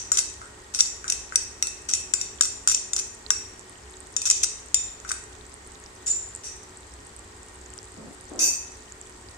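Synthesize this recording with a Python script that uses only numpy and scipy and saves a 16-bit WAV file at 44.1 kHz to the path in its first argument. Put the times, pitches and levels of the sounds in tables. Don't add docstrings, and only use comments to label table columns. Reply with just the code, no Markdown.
import sys
import numpy as np
from scipy import signal
from scipy.fft import irfft, next_fast_len
from scipy.io import wavfile

SR = 44100
rng = np.random.default_rng(int(sys.argv[2]) if len(sys.argv) > 2 else 0)


def dump(signal):
    limited = np.clip(np.atleast_2d(signal).T, -1, 1)
    pcm = np.round(limited * 32767).astype(np.int16)
    wavfile.write(sys.argv[1], SR, pcm)


def undo_db(level):
    steps = np.asarray(level, float) / 20
    return 10 ** steps


N = 413216
LEAD = SR // 4


def rms_one(x):
    return x / np.sqrt(np.mean(x ** 2) + 1e-20)


def at_hz(points, hz):
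    points_hz, values = np.transpose(points)
    return np.interp(np.log(hz), np.log(points_hz), values)


def band(x, low_hz, high_hz):
    return signal.sosfilt(signal.butter(2, [low_hz, high_hz], "band", fs=SR, output="sos"), x)


# pitch_hz, likeness (0 to 1)
LIKENESS = [(30, .998), (60, 1), (125, 0.96), (250, 0.9), (400, 0.83), (600, 0.024), (2000, 0.028),
            (12000, 0.0084)]


def coloured_noise(spectrum):
    size = next_fast_len(N)
    hz = np.maximum(np.arange(size // 2 + 1) * SR / size, 1)
    mid, side = rng.standard_normal((2, len(hz), 2)) @ [1, 1j]
    alike = np.clip(at_hz(LIKENESS, hz), 0, 1)
    left_right = np.array([[1], [-1]])
    pair = np.sqrt(1 + alike) * mid + np.sqrt(1 - alike) * side * left_right
    return rms_one(irfft(pair * undo_db(at_hz(spectrum, hz)), size)[:, :N])


# pitch_hz, level_db (per Hz)
HUM = [(12, -49), (20, -10.5), (64, -1.5), (156, -13), (304, -8.5), (339, -11), (370, -10.5), (677, -13),
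       (859, -10), (1680, -15.5), (1910, -15.5), (2480, -20), (3500, -51), (4550, -74), (7700, -120)]
HUM_DB = -47.5
# pitch_hz, width_hz, wavering_db, steady_db
WHINES = [(63.4, 13.9, -56, -71), (96.9, 13, -62, -67), (204.6, 12, -75, -88), (264, 10, -80, -78),
          (370.2, 4.3, -64, -60.5), (428, 14, -61, -76.5), (1079, 2.1, -76.5, -100), (1860, 11, -64.5, -75),
          (1880, 8.5, -65.5, -86)]


def fan():
    out = undo_db(HUM_DB - 2.0) * coloured_noise(HUM)
    t = np.arange(N) / SR
    for hz, width, wavering_db, steady_db in WHINES:
        peak = [(hz - 4 * width, -90), (hz - width / 2, -3), (hz, 0),
                (hz + width / 2, -3), (hz + 4 * width, -90)]
        out += undo_db(wavering_db) * coloured_noise(peak)
        turns = rng.random((2, 1)) * (1 - at_hz(LIKENESS, hz))
        out += undo_db(steady_db + 4.5) * np.sin(2 * np.pi * (hz * t + turns))
    return out


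# start_s, level_db, boom_hz, rumble_s
THUDS = [
    (7.972, -47.5, 205, 0.13),
    (8.309, -43, 283, 0.17),
]


def thuds():
    out = np.zeros((2, N))
    t = np.arange(SR // 2) / SR
    for s, db, hz, length in THUDS:
        noise = rng.standard_normal((2, len(t))) * 0.92 + rng.standard_normal(len(t))
        boom = rms_one(band(noise, hz * 0.9, hz * 1.47))
        knock = rms_one(band(noise, hz * 1.02, hz * 2.74))
        shape = np.clip(t / 0.0024, 0, 1) * undo_db(-15 * t - 180 * np.maximum(t - length, 0))
        at = round(s * SR)
        out[:, at:at + len(t)] += undo_db(db) * (boom + undo_db(0.5) * knock) * shape
    return out


def ring(clicks, hz, t60):
    r, w = undo_db(-60 / (t60 * SR)), 2 * np.pi * hz / SR
    return signal.lfilter([0, np.sin(w)], [1, -2 * r * np.cos(w), r * r], clicks + 1e-18)


def burst(clicks, hz, cycles):
    t60 = cycles / hz
    return ring(ring(clicks, hz, t60), hz, t60)


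# start_s, level_db (peak), left_minus_right_db
POPS = [(0.2977, -31, -1), (1.8205, -32, -2.0), (3.1486, -33, -13), (3.2102, -53.5, -9), (3.269, -40, -13),
        (3.6959, -34, -14), (3.9693, -34, -11), (4.0042, -28.5, -9), (4.6616, -33, -4), (4.9995, -45, -4.0),
        (5.4657, -34, -5), (5.5411, -31.5, -15), (5.6738, -31, -4), (5.839, -32, -0.6), (6.3736, -37, 1),
        (6.35, -23.5, -14), (6.3614, -24, 6), (6.7725, -29.5, -3), (6.9375, -36, -3), (7.0696, -32.5, -9),
        (7.1936, -33, -14), (7.614, -35, -5), (7.6613, -33, -8), (7.7032, -32, -5), (7.92, -32.5, -0.6),
        (8.2101, -33.5, -11), (8.2969, -33.5, -4), (8.3598, -31, -3), (8.922, -27.5, -6), (9.0137, -27, -6)]
POP_HZ, POP_SPREAD = 8060, 0.071
SMALL_POPS, SMALL_POP_DB, SMALL_POP_SPREAD_DB, PAN_DB, PAN_SPREAD_DB = 55, -39, 3, -7, 5


def pops():
    size, side = rng.standard_normal((2, SMALL_POPS))
    small_s = rng.random(SMALL_POPS) * N / SR
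    small = [small_s, SMALL_POP_DB + SMALL_POP_SPREAD_DB * size, PAN_DB + PAN_SPREAD_DB * side]
    s, db, pan_db = np.hstack([np.transpose(POPS), small])
    hz = POP_HZ * np.exp(POP_SPREAD * rng.standard_normal(len(s)))
    return zip(s, db, hz, pan_db)


# pitch_hz, level_db (per Hz)
FIZZ = [(1290, -4), (2200, -8.5), (2850, -1.5), (3530, -3), (3770, -2.5), (4960, -1), (5350, -3),
        (6010, -2), (8030, 5), (9250, -6.5), (10200, -18.5), (14000, -21.5), (15600, -18), (16100, -40)]
FIZZ_DB = -48.5


def oil():
    sizes = undo_db(5.4 * np.minimum(rng.exponential(1, N), 4.5)) * rng.choice([-1, 1], N)
    born = rng.random(N) < 1500 / SR
    pitches_hz = np.geomspace(3000, 14000, 14)
    dealt = rng.integers(0, 14, N)
    side_db = 7.7 * rng.standard_normal(N)
    clicks = sizes * born * undo_db(np.array([side_db, -side_db]))
    grains = np.zeros((2, N))
    for k, hz in enumerate(pitches_hz):
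        bubbles = rms_one(burst(clicks * (dealt == k), hz, cycles=11.0))
        grains += undo_db(at_hz(FIZZ, hz)) * np.sqrt(hz) * bubbles
    out = undo_db(FIZZ_DB - 6) * rms_one(grains)
    for s, db, hz, pan_db in pops():
        at = int(s * SR)
        pop = burst(np.arange(400) == 0, hz, cycles=17.7)[:N - at]
        sides = undo_db(db + np.array([[pan_db], [-pan_db]]) / 2)
        out[:, at:at + len(pop)] += sides * pop / np.abs(pop).max()
    muffled = band(out, 2100, 11300)
    return muffled + undo_db(FIZZ_DB - 3.5) * coloured_noise(FIZZ)


# pitch_hz, t60_s
KITCHEN = [(800, 0.057), (2000, 0.79), (4000, 0.5), (8000, 0.53), (14000, 0.23)]


def kitchen(x):
    t, tail = np.arange(SR * 3 // 4) / SR, 0
    edges = 500 * 2 ** np.arange(0, 5.3, .5)
    for low, high in zip(edges, edges[1:]):
        decay = undo_db(-60 * t / at_hz(KITCHEN, np.sqrt(low * high)))
        tail = tail + band(rng.standard_normal((2, len(t))), low, high) * decay
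    tail = tail * np.clip((t - .003) / 0.0009, 0, 1)
    tail = tail / np.sqrt(np.sum(tail ** 2) / 2)
    return signal.fftconvolve(x[None], tail, axes=1)[:, :len(x)]


def rows(s, db, hz, knock_db, ring_db, room_db):
    return np.transpose(np.broadcast_arrays(s, db, hz, knock_db, ring_db, room_db))


# start_s, level_db (peak), brightest_hz, hollow_knock_db, spoon_ring_db
TAPS = [(0.1175, -7, 7350, -19.5, 6.5), (0.806, 1, 6000, -39, -6), (1.1221, -6.5, 6240, -41, -18),
        (1.3572, 0.5, 5900, -50, -17), (1.6247, -3.5, 6300, -26, -21), (1.936, -5, 5950, -35, -5),
        (2.137, -6.5, 7900, -20.5, 4.5), (2.2127, -11, 5600, -43, -6), (2.4094, -2.5, 7600, -22, 2),
        (2.6743, -4, 7450, -22, 0), (2.7462, -5.5, 6260, -53, -3), (2.933, -10.5, 7260, -31, 2.5),
        (3.3042, -2.5, 6100, -17.5, -4), (4.165, -8.5, 6450, -30, 2.5), (4.2586, -13, 6300, -43, -4),
        (4.3, -3, 5940, -35, 0), (4.434, -3, 6300, -51, -7), (4.7436, -1, 7000, -40, 3.5),
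        (5.116, -11, 7500, -15, -7)]
# start_s, level_db (peak), brightest_hz
MORE_TAPS = [(0.172, -10, 7080), (0.1892, -5, 5360), (0.7388, -24, 7500), (0.7598, -19, 8350),
             (0.7893, -12, 5720), (1.0795, -16, 5850), (1.0994, -6.5, 5600), (1.6697, -13.5, 7100),
             (1.8885, -16, 8100), (1.911, -19, 5800), (1.95, -12.5, 6100), (2.453, -15, 7000),
             (2.7222, -11.5, 7340), (2.9956, -15, 6400), (4.2171, -12, 6860), (4.275, -16, 6900),
             (4.3105, -2.5, 6800), (5.079, -33, 7240)]
MORE_TAPS_KNOCK_DB, MORE_TAPS_RING_DB = -34, -4
# start_s, level_db
LANDINGS = [(0.415, -36), (1.042, -30.5), (1.3226, -32.5), (5.0482, -35), (5.1071, -31.5)]
LANDING_HZ, LANDING_KNOCK_DB, LANDING_RING_DB = 7170, 2.5, 0
# start_s, length_s, level_db, brightest_hz, spoon_ring_db
SCRAPES = [(-.16, 0.064, -16.5, 5840, -5), (0.129, 0.081, -24.5, 5500, -11),
           (0.738, .068, -27.5, 5500, -20), (1.081, 0.041, -38, 5950, -20),
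           (1.884, 0.062, -33.5, 5960, -12), (2.15, .06, -50, 6500, -11), (2.419, 0.039, -28, 5800, 0),
           (2.677, 0.041, -27, 6130, -4), (2.962, 0.038, -29, 6300, -3), (4.254, 0.027, -24.5, 6300, -1.5),
           (4.288, 0.03, -32.5, 5840, 2), (4.431, 0.014, -29.5, 6500, -13), (5.076, 0.05, -34.5, 6950, -14),
           (6.433, 0.033, -45.5, 6460, -16), (8.389, 0.029, -35.5, 6000, -20)]
SCRAPE_KNOCK_DB = -27
# start_s, length_s, level_db, spoon_ring_db
RATTLES = [
    (6.061, .014, -44, 11),
    (6.086, .02, -55, 22),
    (6.11, .22, -62, 9),
]
RATTLE_HZ, RATTLE_KNOCK_DB = 8600, -26
ROOM_DB, ROOM_DB_PER_DB = -19.5, -0.22
SCRAPE_ROOM_DB, LIFTED_ROOM_DB, LIFTED_S = -19.5, -4, 6


def contacts():
    s, db, hz, knock_db, ring_db = np.transpose(TAPS)
    out = [rows(s, db, hz, knock_db, ring_db, ROOM_DB + ROOM_DB_PER_DB * db)]
    s, db, hz = np.transpose(MORE_TAPS)
    out.append(rows(s, db, hz, MORE_TAPS_KNOCK_DB, MORE_TAPS_RING_DB, ROOM_DB + ROOM_DB_PER_DB * db))
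    s, db = np.transpose(LANDINGS)
    out.append(rows(s, db, LANDING_HZ, LANDING_KNOCK_DB, LANDING_RING_DB, SCRAPE_ROOM_DB + 10.5))
    drags = [(s, length, db, hz, SCRAPE_KNOCK_DB, ring_db) for s, length, db, hz, ring_db in SCRAPES]
    drags += [(s, length, db, RATTLE_HZ, RATTLE_KNOCK_DB, ring_db) for s, length, db, ring_db in RATTLES]
    for s, length, db, hz, knock_db, ring_db in drags:
        jitter, size = rng.random((2, 16))
        where = (np.arange(16) + jitter) / 16
        slip_db = db + 16 * size ** 3 + 2.5
        room_db = SCRAPE_ROOM_DB if s < LIFTED_S else LIFTED_ROOM_DB
        out.append(rows(s + length * where, slip_db, hz, knock_db, ring_db, room_db))
    return np.vstack(out).T


PORT_TURNS = 0.23


def strike(s, share_db, modes, room_db, left_db, detune, luck_db):
    hz, level_db, t60 = np.transpose(modes)[:, :, None]
    t = np.arange(round(t60.max() * SR)) / SR
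    fade = undo_db(-60 * t / t60) * np.minimum(t / .0005, 1)
    out = np.zeros((3, N + LEAD + len(t)))
    shift, *luck = rng.standard_normal((4, len(s), len(modes)))
    luck = np.array(luck)
    turns = rng.random((len(s), 3, len(modes)))
    turns[:, 1] = turns[:, 0] + PORT_TURNS * rng.standard_normal((len(s), len(modes)))
    for k, at in enumerate(np.round(s * SR).astype(int) + LEAD):
        touch_hz = hz * (1 + detune * shift[k, :, None])
        waves = fade * np.exp(2j * np.pi * touch_hz * t)
        path_db = np.array([[left_db], [-left_db], [room_db[k]]]) + luck_db * luck[:, k]
        gains = undo_db(share_db[k] + level_db.T + path_db) * np.exp(2j * np.pi * turns[k])
        out[:, at:at + len(t)] += (gains @ waves).imag
    return out[:, :N + LEAD]


# Modes, all as pitch_hz, level_db, t60_s. The bowl damped by the hand:
BOWL = [(2060, -17, 0.02), (2584, -13, 0.03), (3174, -6.5, 0.0066), (3714, -13, 0.032), (4344, -5, 0.0099),
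        (4796, -10, 0.028), (5140, -4, 0.0073), (5720, 0.5, 0.02), (5950, -4.5, 0.033), (6260, -3, 0.012),
        (6450, 0, 0.01), (7080, -14.5, 0.02), (7560, -9.5, 0.053), (8094, -1, 0.02), (8400, -4, 0.02),
        (9840, -11.5, 0.027), (10860, -14.5, 0.023), (11500, -46, 0.0071), (12800, -37, .008),
        (14600, -20, 0.016), (16000, -48, .006)]
KNOCK = [(1284, 5, 0.016), (1506, 2, 0.023), (2070, -2, 0.01)]
SPOON = [(7122, 2, 0.035)]
CRACK = [(3560, -3, 0.0052), (5410, 5.5, 0.0027), (6500, 9.5, 0.0026), (7580, 5, 0.0021),
         (9560, -2, 0.0043), (11060, -6, 0.0017), (13100, -12, 0.0022), (14250, -8, 0.0017),
         (15000, -16, 0.0015)]
FREE_BOWL = [(2586, -8, 0.037), (4720, -7.5, 0.13), (5240, -9, .04), (5500, -12, 0.029), (5930, 0, 0.069),
             (5940, 2, 0.093), (6300, 6.5, 0.027), (6900, 8, 0.024), (7100, 2, 0.048), (7550, -16, .04),
             (8140, -1.5, 0.085), (8740, -9.5, 0.041), (10200, -4, 0.018), (10690, -28, .08),
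             (11060, -22, 0.089), (13000, -26, .15), (13100, -17, 0.34), (13800, -27, .1),
             (14480, -12, 0.23)]
# start_s, level_db
SET_DOWN = [
    (8.391, -25),
    (8.395, -28.5),
    (8.409, -25),
    (8.43, -21),
]
LAG = 26


def bowl():
    s, db, bright_hz, knock_db, ring_db, room_db = contacts()
    octaves_off = np.abs(np.log2(np.array(BOWL)[:, 0] / bright_hz[:, None]))
    focus_db = -np.minimum(25 * octaves_off, 6)
    out = strike(s, db[:, None] + focus_db - 5, BOWL, room_db + 11.0, left_db=0.8, detune=0.023, luck_db=2.5)
    hollow_db, spoon_db = (db + knock_db)[:, None] - 1, (db + ring_db)[:, None] - 8.5
    out += strike(s, hollow_db, KNOCK, room_db + 6.5, left_db=3.0, detune=0.037, luck_db=2.0)
    out += strike(s, spoon_db, SPOON, room_db + 12, left_db=1.8, detune=0.001, luck_db=1.5)
    out += strike(s, db[:, None] - 17.5, CRACK, room_db - 14, left_db=7.0, detune=0.013, luck_db=4.0)
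    s, db = np.transpose(SET_DOWN)
    out += strike(s, db[:, None] - 9.5, FREE_BOWL, db * 0 + 13.5, left_db=3.0, detune=0.011, luck_db=1.1)
    left, right, far = band(out, 850, 17000)
    near = np.array([left, np.roll(right, LAG)])
    return (near + kitchen(far))[:, LEAD:]


def scene():
    return fan() + thuds() + oil() + bowl()


def top_cut(x):
    return signal.sosfilt(signal.butter(12, 16550, fs=SR, output="sos"), x)


def record(dry):
    held = np.clip(dry, -.86, .86)
    dull = signal.sosfilt(signal.cheby2(12, 70, 16500, fs=SR, output="sos"), held)
    return top_cut(dull)


dry = scene()
out = record(dry)
dump(out)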